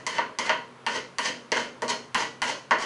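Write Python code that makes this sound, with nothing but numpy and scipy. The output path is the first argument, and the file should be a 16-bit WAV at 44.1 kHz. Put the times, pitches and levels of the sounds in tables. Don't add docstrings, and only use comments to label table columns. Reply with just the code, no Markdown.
import sys
import numpy as np
from scipy import signal
from scipy.fft import rfft, irfft
from scipy.io import wavfile

SR = 44100
rng = np.random.default_rng(int(sys.argv[2]) if len(sys.argv) > 2 else 0)


def wav_record(signal):
    frames = np.transpose(np.atleast_2d(signal))
    bounded = np.clip(frames, -1, 1)
    quanta = np.round(bounded * 32767).astype(np.int16)
    wavfile.write(sys.argv[1], SR, quanta)


N = 125685

BLOW_BANDS_HZ = [150, 520, 1000, 1700, 3000, 6000, 10000]
# (time [s], place [0-1], board knock [dB], bench thump [dB], clink [dB], 7 band levels [dB])
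BLOWS = [(0.0663, 0, 2, 11, -3, -2.5, -6, -4, -6, 2.5, 2, 1.5),
         (0.1836, .8, 2, -18, 1, -2.5, 3.5, 7, 3.5, 2, -10, -22),
         (0.3876, 0, -4.5, 13, 1.5, 2, 2.5, -1.5, -2, 2.5, 4, -1),
         (0.4944, .8, 5, -16, -13, -2.5, 3, 8, 6.5, 9, -2.5, -11),
         (0.8652, 1, -5.5, -12, -5, 1.5, -0.5, 2, 1, 5, -5, -3.5),
         (1.1846, .7, -1, 20, 7, 0, -2.5, -2, 2, 3.5, -3.5, 2),
         (1.5189, 0.68, 0, 0, 0, 0.5, 10.5, -3, 5.5, 6, 3.5, -4.5),
         (1.8209, 0.64, 0.5, -12, -11, -0.5, 8, 1, -3, -5, -4.5, -5.5),
         (2.146, 0.93, -1.5, 8, -24, 7, -3.5, 7, 5, 7, 0.5, 2),
         (2.4189, 0.94, -2.5, 21, 3.5, 4, -4.5, 3, 3, 5, -3.5, 1.5),
         (2.7097, 0.6, -1.5, 4, -18, 1, 10.5, 11, 13, 6, -0.5, -10.5),
         (1.563, 1, -9, 0, -10, -17, -3, 0, 4.5, -6, -5, -19)]
# (age [s], place [0-1], level [dB])
FADING_STROKE = (.14, 0.99, 4.7)
# (frequency [Hz], level [dB])
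CLICK_TONE = [(25, -17), (100, -14), (400, -12), (700, -4), (1000, 15), (1300, -7), (2000, 7.5),
              (2500, -3.5), (3000, 0.5), (3700, -7), (5000, 0), (6200, -1.5), (7500, -5), (11000, -16)]
# (frequency [Hz], level at tip [dB], level at middle [dB])
TONE_BY_PLACE = [(700, 0, 0.5), (766, -2, -1.5), (917, -3, 2), (1127, 1.5, 0), (1310, -3, -4),
                 (1520, -3.5, 1), (1650, -4, 1), (1855, -1.5, 3), (2110, 4.5, -3.5), (2470, -1, 1),
                 (2710, -4.5, 3), (3080, 3, 0), (3570, -1.5, -1.5), (4300, -1, 3), (5130, 0.5, -2),
                 (5570, -3.5, 0), (6250, 0.5, -0.5), (7200, -0.5, 0)]
# (frequency [Hz], level [dB], ring time [s])
CLINK_MODES = [(4737, -29.5, .018), (5780, -33, 0.0023), (6080, -28.5, 0.013), (8600, -40, 0.0083)]
# (frequency [Hz], level at tip [dB], level at middle [dB], ring time [s])
STEEL_MODES = [(910, -40, -33, .2), (948, -33, -24, .3), (988, -37, -27, .28), (1033, -23, -30, .3),
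               (1120, -31, -39, .16), (1433, -43, -29, .24), (1528, -44, -37, .24), (1802, -39, -28, .28),
               (1876, -39, -37, .22), (1962, -26, -29, .28), (2106, -25, -35, .28), (2200, -30, -46, .22),
               (2790, -46, -37, .16), (3030, -36, -41, .28), (3140, -36, -41, .28), (4274, -44, -36, .36),
               (6480, -42, -47, .24)]
# (frequency [Hz], level [dB], ring time [s])
WOOD_MODES = [(129, -61, .9), (168, -54, .4), (241, -43, .45), (320, -50, .3), (424, -46, .45),
              (464, -44, .45), (523, -48, .22), (548, -49, .22), (632, -34, .22)]
# (frequency [Hz], level [dB], ring time [s])
THUMP_MODES = [(45, -54.5, 0.013)]
# (start [s], hardest press [s], end [s], level at start [dB],
# level at press [dB], midrange [dB], treble [dB], catch [dB])
EDGE_SLIDES = [(0.073, 0.16, 0.21, -6, -1, -3, -5, -24), (0.396, 0.462, 0.489, -6.5, 3.5, 3, -4.5, -18),
               (0.877, 0.96, 0.98, -6, 2, 1, -0.5, -7.5), (1.198, 1.255, 1.304, -6, 6.5, -3.5, 0.5, -3),
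               (1.527, 1.572, 1.667, -5.5, 0.5, -4.5, -2, -0.5),
               (1.879, 1.897, 1.914, 0.5, 7.5, 2.5, 3.5, -12), (2.159, 2.206, 2.264, -3, 1.5, 5, 0.5, -8),
               (2.425, 2.49, 2.53, -4, 0.5, 5, 3, -5.5), (2.784, 2.824, 2.845, -5.5, 3.5, 4.5, 1, -8)]
# (frequency [Hz], level [dB])
SCRAPE_TONE = [(200, -5.5), (500, -0.5), (1000, -10), (2000, -4.5), (3000, -0.5), (6500, -3), (10000, -9)]
# (delay [s], level [dB])
NEAR_ECHOES = [(.0053, -2.5), (.0077, -1), (.0098, -6), (0.0155, -20), (0.028, -10.5)]
# (frequency [Hz], level [dB])
NEAR_ECHO_TONE = [(300, -3.5), (1200, 4.5), (3000, -11), (6000, -8.5), (11000, -16.5)]
# (frequency [Hz], level [dB])
ROOM_TONE = [(60, -16.5), (130, -8.5), (240, 7), (350, 3), (480, 10), (780, 6), (950, 12.5), (1130, 13),
             (1310, 10), (1450, 16), (1650, 9.5), (1950, 11.5), (2450, 4.5), (3050, 7.5), (3600, -3),
             (4500, 1.5), (5400, -0.5), (6400, 0), (7400, -8), (11000, -12)]
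# (frequency [Hz], ring time [s])
ROOM_RING_TIMES = [(150, 0.99), (400, 0.48), (1000, 0.35), (2800, 0.32), (7000, 0.38), (11000, .28)]
# (frequency [Hz], level [dB])
AIR_TONE = [(25, -49), (70, -23), (125, 0.5), (240, -13.5), (420, 0.5), (700, -6.5), (1000, -2.5),
            (2000, -10.5), (4000, -19), (7000, -27), (11000, -31.5)]
# (frequency [Hz], level [dB])
HUM_TONES = [(129, -64), (241, -62)]

CLICK_DB, CHATTER_DB, CHATTER_FADE_S = -2.5, 1.5, 0.0049
STEEL_DB, WOOD_DB, RING_RISE_S = -7.5, -1, 0.0016
SLIDE_DB, SLIDE_FADE_DB, SWELL_POWER = -29, -15.5, 2.8
SLIPS_PER_S, SLIP_SPREAD_DB = 3000, 3.5
CLICK_IN_ROOM_DB, RING_IN_ROOM_DB, ROOM_RISE_S = -1, -9, 0.0042
AIR_DB, TREBLE_LIMIT_HZ = -51, 11080


def strikes():
    out, t = np.zeros(N), np.arange(SR // 2) / SR
    for start, place, knock_db, thump_db, clink_db, *bands_db in BLOWS:
        blow_tone = list(zip(BLOW_BANDS_HZ, bands_db))
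        add(out, start, colour(contact(place, knock_db, clink_db), blow_tone))
        add(out, start, amp(thump_db) * ring(THUMP_MODES, t))
    age, place, db = FADING_STROKE
    add(out, 0, amp(db) * contact(place, knock_db=0, clink_db=0)[round(age * SR):])
    return out


def contact(place, knock_db, clink_db):
    t = np.arange(SR // 2) / SR
    impulse = t == 0
    chatter = rng.standard_normal(len(t)) * np.exp(-t / CHATTER_FADE_S)
    chatter *= amp(CHATTER_DB) / np.linalg.norm(chatter)
    click = amp(CLICK_DB) * colour(impulse + chatter, CLICK_TONE)
    click += amp(clink_db) * ring(CLINK_MODES, t)
    clack = click + bench_echoes(click) + amp(CLICK_IN_ROOM_DB) * colour(room_tail(t), ROOM_TONE)
    place_tone = [(hz, tip + (middle - tip) * place) for hz, tip, middle in TONE_BY_PLACE]
    steel_modes = [(hz, tip + (middle - tip) * place, ring_s) for hz, tip, middle, ring_s in STEEL_MODES]
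    steel = amp(STEEL_DB) * ring(steel_modes, t)
    wood = amp(WOOD_DB + knock_db) * ring(WOOD_MODES, t)
    ringing = (steel + wood) * (1 - np.exp(-t / RING_RISE_S))
    ringing_in_room = amp(RING_IN_ROOM_DB) * signal.fftconvolve(ringing, room_tail(t))[:len(t)]
    return colour(clack, place_tone) + ringing + ringing_in_room


def ring(modes, t):
    return sum((-1) ** k * amp(db - 60 * t / ring_s) * np.sin(2 * np.pi * hz * t)
               for k, (hz, db, ring_s) in enumerate(modes))


def slides(spot_count=3):
    out, t = np.zeros(N), np.arange(SR // 4) / SR
    for start, press, end, start_db, press_db, middle_db, treble_db, catch_db in EDGE_SLIDES:
        directions = np.sign(rng.standard_normal(len(t)))
        slipping = rng.random(len(t)) < SLIPS_PER_S / SR
        sizes = amp(SLIP_SPREAD_DB * np.minimum(rng.exponential(1, len(t)), 4))
        slips = directions * slipping * sizes
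        pressing = np.clip(t / (press - start), 0, 1) ** SWELL_POWER
        leaving = np.maximum(start + t - press, 0) / (end - press)
        level_db = SLIDE_DB + start_db + (press_db - start_db) * pressing + SLIDE_FADE_DB * leaving
        force = amp(level_db) * (start + t < end) * slips / np.std(slips)
        spot = rng.integers(0, spot_count, len(t))
        touches = [contact(place=0.53, knock_db=-6.5, clink_db=-7) for _ in range(spot_count)]
        scrape = sum(signal.fftconvolve(force * (spot == k), touch) for k, touch in enumerate(touches))
        add(scrape, press - start, amp(catch_db) * touches[0])
        own_tone = [(500, 0), (1000, middle_db), (2000, 0), (5000, treble_db)]
        add(out, start, colour(colour(scrape, SCRAPE_TONE), own_tone))
    return out


def bench_echoes(click):
    echoes = np.zeros(len(click))
    for delay, db in NEAR_ECHOES:
        add(echoes, delay, amp(db) * click)
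    return colour(echoes, NEAR_ECHO_TONE)


def room_tail(t, size=256):
    hz, times, bands = signal.stft(rng.standard_normal(len(t)), SR, nperseg=size)
    fade = amp(-60 * times / look_up(ROOM_RING_TIMES, hz)[:, None])
    _, tail = signal.istft(bands * fade, SR, nperseg=size)
    tail = tail[:len(t)] * (1 - np.exp(-(t / ROOM_RISE_S) ** 2))
    return tail / np.linalg.norm(tail)


def workshop():
    t = np.arange(N) / SR
    air_gain = amp(look_up(AIR_TONE, np.fft.rfftfreq(N, 1 / SR)))
    air = irfft(rfft(rng.standard_normal(N)) * air_gain, N)
    hum = sum(amp(db) * np.sqrt(2) * np.sin(2 * np.pi * (hz * t + rng.random())) for hz, db in HUM_TONES)
    return amp(AIR_DB) * air / np.std(air) + hum


def amp(db):
    return 10 ** (np.asarray(db) / 20)


def look_up(points, hz):
    frequencies, values = np.transpose(points)
    return np.interp(np.log(hz + 1), np.log(frequencies + 1), values)


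def add(mix, start_s, sound):
    part = mix[max(round(start_s * SR), 0):][:len(sound)]
    part += sound[:len(part)]


def colour(sound, tone, size=4096):
    log_gain = np.log(amp(look_up(tone, abs(np.fft.fftfreq(size, 1 / SR)))))
    response = np.exp(np.conj(signal.hilbert(log_gain)))
    taps = np.fft.ifft(response).real[:size // 2]
    return signal.fftconvolve(sound, taps)[:len(sound)]


def scene():
    return (strikes() + slides() + workshop())[None]


def record(dry):
    low_pass = signal.firwin(511, TREBLE_LIMIT_HZ, window=("kaiser", 9), fs=SR)
    return signal.oaconvolve(dry, low_pass[None], "same")


dry = scene()
out = record(dry)
wav_record(out)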